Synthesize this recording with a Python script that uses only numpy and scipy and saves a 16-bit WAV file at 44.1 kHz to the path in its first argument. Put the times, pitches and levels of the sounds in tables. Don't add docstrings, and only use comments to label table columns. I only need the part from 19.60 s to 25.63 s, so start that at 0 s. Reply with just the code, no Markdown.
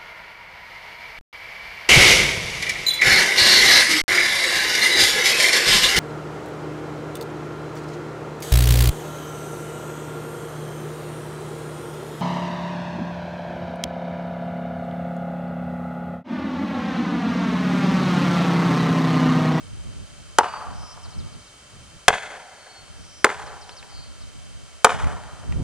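import sys
import numpy as np
from scipy import signal
from scipy.fft import rfft, irfft, next_fast_len
from scipy.io import wavfile

SR = 44100
rng = np.random.default_rng(int(sys.argv[2]) if len(sys.argv) > 2 else 0)


def unload_audio(sound):
    columns = np.transpose(np.atleast_2d(sound))
    steps = np.round(np.clip(columns, -1, 1) * 32767)
    wavfile.write(sys.argv[1], SR, steps.astype(np.int16))


N = 265923
TIME = np.arange(N) / SR

# [f/Hz, level/dB per Hz]
HISS_COLOUR = [(60, -9.5), (300, -3.5), (620, 0), (900, -4), (1300, 0), (1900, -4.5), (3100, -5.5),
               (4500, -6), (6500, -6), (10000, -8.5), (10700, -24.5), (14000, -25.5), (16000, -32)]
# [f/Hz, level/dB]
MOTOR_LINES = [(590, -68), (1346, -67), (2239, -67.5), (2692, -68.5), (3108, -60.5), (3138, -64),
               (3994, -70), (4662, -65), (5825, -79), (6277, -65.5), (8339, -62.5)]
# [f/Hz, level/dB per Hz]
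BUFFET_COLOUR = [(12, -14), (22, -34), (53, -0.5), (93, -6.5), (169, -13), (280, -21), (450, -32),
                 (900, -42.5), (3000, -123)]
# [f/Hz, level/dB per Hz]
RUMBLE_COLOUR = [(12, -43), (25, -7), (60, 3), (100, 2.5), (170, -3), (280, -11), (450, -19.5),
                 (900, -29.5), (3000, -62)]
# [t/s, opposite-phase level/dB, in-phase level/dB]
WIND = [(0, -35.5, -45), (0.3, -31.5, -43.5), (0.5, -42.5, -50.0), (0.95, -42.5, -52.0),
        (1.15, -30.5, -46.5), (1.33, -43.0, -55.0), (1.69, -27, -40.5), (1.9, -65, -55.0), (2.22, -50, -49),
        (3.048, -64, -65.5), (3.42, -37.0, -50), (3.599, -57, -59), (3.85, -38.5, -49.0),
        (4.05, -45, -58.5), (4.72, -37, -58), (5.22, -46.0, -64), (5.35, -24.5, -47.5),
        (5.52, -18.5, -37.5), (5.62, -38, -47.5), (5.8, -39.5, -51.5), (5.93, -23, -35.5),
        (6.03, -32.5, -26)]
# [t/s, force level/dB, bite length/s, crack level/dB, low, middle and high mode levels/dB,
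# loosened slab f/Hz, slab level/dB, low thump level/dB, level thrown to the forest/dB]
BLOWS = [(0.7847, 2, 0.0046, -4, -4, 1, -46, 946, -4, -37, 0),
         (2.4813, -2, 0.00402, 6.5, 2, -5, 16, 1525, 3, -1.5, 0.5),
         (3.6437, -0.5, 0.00369, 3, 3, -0.5, -1, 1038, 1, -57, -2),
         (5.2449, 0.5, 0.0047, 6.5, 3, 6, 2, 1282, -7, -16.5, -2.5)]
# [f/Hz, level/dB, t60/s]
LOG_MODES = [(200, -29.5, 0.081), (434.8, -11, 0.063), (502, -20, 0.093), (604, -14, 0.053),
             (737, -10, 0.045), (828.4, -8, 0.054), (914, -11.5, 0.027), (957, -19.5, 0.18),
             (1222, 3, 0.0081), (1360, -16, 0.0046), (1650, -15, 0.0065), (1700, -8, 0.012),
             (2176, -7.5, 0.003), (2560, -21, 0.01), (3260, -15.5, 0.012), (3800, -52, 0.0031)]
# [f/Hz, level/dB]
CRACK_COLOUR = [(60, -30), (300, 0.5), (800, 12.5), (1500, 12), (2000, 9), (2800, 7), (4000, 3.5),
                (5300, 1.5), (6800, 5), (9000, 3), (11000, -1), (15000, -43)]
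# [delay t/s, level/dB, top f/Hz]
NEAR_ECHOES = [(.0055, -11, 1830), (0.0222, -11.5, 1340), (.047, -20, 2500), (.057, -21, 2770),
               (0.072, -25, 1810)]
# [delay t/s, level/dB]
STANDS = [(0.055, -3.5), (.072, -6), (.1, -10), (.15, -6.5), (0.178, -10), (0.228, -8.5), (.255, -13),
          (.278, -12.5), (.32, -15), (0.439, -22), (0.589, -22), (.67, -25.5)]
# [f/Hz, level/dB]
FOREST_COLOUR = [(100, -11), (190, -3), (290, -7.5), (420, -3), (750, 1), (1300, 3.5), (2200, 4.5),
                 (4000, 1), (8000, -3), (10000, -4.5), (12000, -17)]
# [left minus right level/dB, share level/dB]
DIRECTIONS = [(4, -6), (-2.5, -5), (1, -4.5)]
# [t/s, length/s, start f/Hz, level/dB]
WHISTLES = [(0.806, 0.233, 4710, -40), (2.887, 0.34, 4450, -46)]
# [t/s, length/s, start f/Hz, end f/Hz, swing/Hz, swings per s, level/dB,
# loudest point/0-1]
BUZZES = [(1.106, 0.24, 5490, 5360, 414, 140, -40.5, 0.93), (3.318, 0.43, 5710, 5470, 416, 130, -45.5, 0.6),
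          (4.277, .22, 4820, 4240, 304, 95, -41, .4)]
# [t/s, end f/Hz, level/dB]
SLURS = [(1.429, 3740, -40.5), (1.58, 3280, -40.5), (1.717, 3580, -46), (1.86, 3370, -47),
         (3.859, 3600, -42), (4.008, 3650, -40), (4.164, 3550, -36.5), (4.605, 3480, -43)]
# [t/s, level/dB]
HOOKS = [(1.497, -44.5), (1.779, -50), (4.079, -41.5)]
# [t/s, level/dB, f/Hz]
CHIPS = [(3.2794, -35.5, 1360), (4.092, -23, 2600), (4.2262, -27.5, 2003), (5.443, -19, 1470),
         (5.6354, -26, 1310), (5.923, -21.5, 1850)]

HISS_DB, HISS_APART_DB = -51.5, -4
SLAB_T60_S = 0.04
WASH_START_S, GROUND_DB, GROUND_T60_S, WASH_DB, WASH_T60_S = 0.0063, 5.5, 0.077, -10, 2.12
STAND_RISE_S, STAND_T60_S = 0.013, 0.14
WHISTLE_SAG, WHISTLE_CREST = 0.024, 0.99
SLUR_S, SLUR_TOP_HZ, SLUR_CREST, SLUR_BEND = 0.043, 6550, 0.23, 2.2
FLICK_S, FLICK_END_HZ = 0.028, 4730
RISE_S, RISE_FROM_HZ, RISE_TO_HZ = 0.031, 3550, 4860
LEFT_LAG_S, CUTOFF_HZ = 0.000037, 15400


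def from_db(db):
    return 10 ** (np.asarray(db) / 20)


def add(track, s, sound):
    at = int(round(s * SR))
    track[at:at + len(sound)] += sound[:len(track) - at]


def panned(x, pan_db):
    return x * from_db([[pan_db / 2], [-pan_db / 2]])


def low_pass(x, hz):
    return signal.sosfilt(signal.butter(2, min(hz, 0.45 * SR), fs=SR, output="sos"), x)


def coloured(x, spectrum):
    size = 2 * next_fast_len(len(x) // 2 + 2048)
    hz, db = np.transpose(spectrum)
    grid = np.maximum(np.arange(size // 2 + 1) * SR / size, 1)
    gain = from_db(np.interp(np.log(grid), np.log(hz), db))
    cepstrum = irfft(np.log(gain))
    cepstrum[1:size // 2] *= 2
    cepstrum[size // 2 + 1:] = 0
    response = np.exp(rfft(cepstrum))
    return irfft(rfft(x, size) * response)[:len(x)]


def noise(spectrum):
    x = coloured(rng.standard_normal(N), spectrum)
    return x / np.sqrt(np.mean(x ** 2) + 1e-20)


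def drift(rate):
    knots = rng.standard_normal(2048)
    return np.interp(TIME * rate, np.arange(len(knots)), knots)


def camera_hiss():
    common = from_db(HISS_DB) * noise(HISS_COLOUR)
    opposed = from_db(HISS_DB + HISS_APART_DB) * noise(HISS_COLOUR)
    return np.array([common + opposed, common - opposed])


def motor_whine(waver_rad=0.7):
    out = np.zeros(N)
    for hz, db in MOTOR_LINES:
        phase = 2 * np.pi * hz * TIME + waver_rad * drift(8.4)
        out += from_db(db) * np.sqrt(2) * np.sin(phase)
    return out


def wind(lumpy_db=3.5, side_db=-2, mid_db=-2):
    s, opposed_db, common_db = np.transpose(WIND)
    eddies_db = lumpy_db * drift(30)
    side = from_db(side_db + np.interp(TIME, s, opposed_db) + eddies_db) * noise(BUFFET_COLOUR)
    mid = from_db(mid_db + np.interp(TIME, s, common_db) + eddies_db) * noise(RUMBLE_COLOUR)
    return panned(np.array([mid + side, mid - side]), -1)


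def ring(force, hz, t60):
    r, w = from_db(-60 / (t60 * SR)), 2 * np.pi * hz / SR
    return signal.lfilter([0, np.sin(w)], [1, -2 * r * np.cos(w), r * r], force + 1e-18)


def fibres(t, length):
    u = t / length
    uneven = from_db(6.4 * rng.standard_normal(len(t)))
    envelope = np.minimum(4 * u, 1) * np.exp(-u ** 2)
    snaps = rng.standard_normal(len(t)) * uneven * envelope
    return snaps / np.sqrt(np.sum(snaps ** 2))


def axe(shape_db=0, crunch=0.13, crack_db=13, slab_db=-6, thump_hz=135, thump_t60=0.0097):
    out, t = np.zeros(N), np.arange(SR // 4) / SR
    radiation = signal.butter(2, 220, "high", fs=SR, output="sos")
    for (s, force_db, bite, snap_db, low_db, middle_db, high_db,
         slab_hz, loose_db, thump_db, _) in BLOWS:
        snaps = fibres(t, bite)
        force = (t == 0) + crunch * snaps
        blow = from_db(crack_db + snap_db) * coloured(snaps, CRACK_COLOUR)
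        slab = from_db(slab_db + loose_db) * ring(force, slab_hz, SLAB_T60_S)
        add(blow, bite / 2, slab)
        for k, (hz, db, t60) in enumerate(LOG_MODES):
            place_db = np.interp(np.log(hz), np.log([500, 790, 1390, 1960]),
                                 [low_db, 0, middle_db, high_db])
            mode_db = db + place_db + shape_db * rng.standard_normal()
            late = bite * (k % 3) / 4
            add(blow, late, (-1) ** k * from_db(mode_db) * ring(force, hz, t60))
        thump = from_db(thump_db) * ring(t == 0, thump_hz, thump_t60)
        add(out, s, from_db(force_db) * (signal.sosfilt(radiation, blow) + thump))
    return out


def near_echoes(x):
    out = np.zeros(N)
    for delay, db, top_hz in NEAR_ECHOES:
        add(out, delay, from_db(db) * low_pass(x, top_hz))
    return out


def clump(t, delay, db, rise, t60):
    decay_db = 60 * np.maximum(t - delay, 0) / t60
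    build_up = np.clip(1 + (t - delay) / rise, 0, 1)
    return from_db(db - decay_db) ** 2 * build_up


def forest(x, leaf_hz=1800, treble_loss_db_per_s=24, lumpy_db=1.17):
    t = np.arange(int(1.5 * SR)) / SR
    power = clump(t, WASH_START_S, GROUND_DB, 1 / SR, GROUND_T60_S)
    power += clump(t, WASH_START_S, WASH_DB, 1 / SR, WASH_T60_S)
    for delay, db in STANDS:
        power += clump(t, delay, db, STAND_RISE_S, STAND_T60_S)
    lumps = from_db(lumpy_db * drift(110)[:len(t)])
    paths = rng.standard_normal(len(t)) * lumps * np.sqrt(power / SR)
    dull = low_pass(paths, leaf_hz)
    bright_share = from_db(-treble_loss_db_per_s * t)
    response = coloured(bright_share * paths + (1 - bright_share) * dull, FOREST_COLOUR)
    return signal.fftconvolve(x, response)[:N]


def note(length, start_hz, end_hz, crest, swing_hz=0, buzz_hz=150, bend=1.1):
    t = np.arange(int(length * SR)) / SR
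    u = t / length
    glide = np.expm1(-bend * u) / np.expm1(-bend)
    buzz = np.sin(2 * np.pi * buzz_hz * t) + 0.55 * drift(900)[:len(t)]
    hz = start_hz + (end_hz - start_hz) * glide + swing_hz * buzz
    swell = np.interp(u, [0, np.clip(crest, 0.05, 0.95), 1], [0, 1, 0]) ** 0.75
    return swell * np.sin(2 * np.pi * np.cumsum(hz) / SR)


def bird():
    out = np.zeros(N)
    for s, length, hz, db in WHISTLES:
        add(out, s, from_db(db) * note(length, hz, hz * (1 - WHISTLE_SAG), WHISTLE_CREST))
    for s, length, start_hz, end_hz, swing_hz, buzz_hz, db, crest in BUZZES:
        add(out, s, from_db(db) * note(length, start_hz, end_hz, crest, swing_hz, buzz_hz))
    for s, end_hz, db in SLURS:
        add(out, s, from_db(db) * note(SLUR_S, SLUR_TOP_HZ, end_hz, SLUR_CREST, bend=SLUR_BEND))
    for s, db in HOOKS:
        add(out, s, from_db(db) * note(FLICK_S, SLUR_TOP_HZ, FLICK_END_HZ, 0.5))
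        add(out, s + FLICK_S, from_db(db) * note(RISE_S, RISE_FROM_HZ, RISE_TO_HZ, 0.38))
    return out


def chips(t60=0.0034, snap_db=-2):
    out, t = np.zeros(N), np.arange(SR // 10) / SR
    for s, db, hz in CHIPS:
        snaps = fibres(t, length=0.0042)
        tick = (ring(snaps, hz, t60) + ring(snaps, 1.37 * hz, t60)) / 2
        snap = from_db(snap_db) * coloured(snaps, CRACK_COLOUR)
        add(out, s, from_db(db) * (tick + snap))
    return out


def scene(blow_pan_db=1.0, bird_db=-4.0, bird_wet_db=6):
    blows, song, ticks = axe(), bird(), chips()
    direct = blows + near_echoes(blows) + ticks + from_db(bird_db) * song
    air = panned(direct, blow_pan_db)
    starts, echo_db = np.array(BLOWS)[:, 0], np.array(BLOWS)[:, -1]
    latest = np.maximum(np.searchsorted(starts, TIME + 0.01) - 1, 0)
    thrown = from_db(echo_db[latest])
    for pan_db, share_db in DIRECTIONS:
        aside = axe(shape_db=2.0, crunch=0.1, crack_db=13, slab_db=-19.5)
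        outgoing = thrown * aside + ticks + from_db(bird_wet_db) * song
        air += panned(from_db(share_db) * forest(outgoing), pan_db)
    return air + camera_hiss() + motor_whine() + wind()


def record(dry):
    clipped = dry / (1 + (dry / 0.93) ** 12) ** (1 / 12)
    hz = np.arange(N + 1) * SR / (2 * N)
    lag = np.exp(-2j * np.pi * hz * np.array([[LEFT_LAG_S], [0]]))
    cut = 1 / (1 + (hz / CUTOFF_HZ) ** 30)
    return irfft(rfft(clipped, 2 * N) * lag * cut)[:, :N]


dry = scene()
out = record(dry)
unload_audio(out)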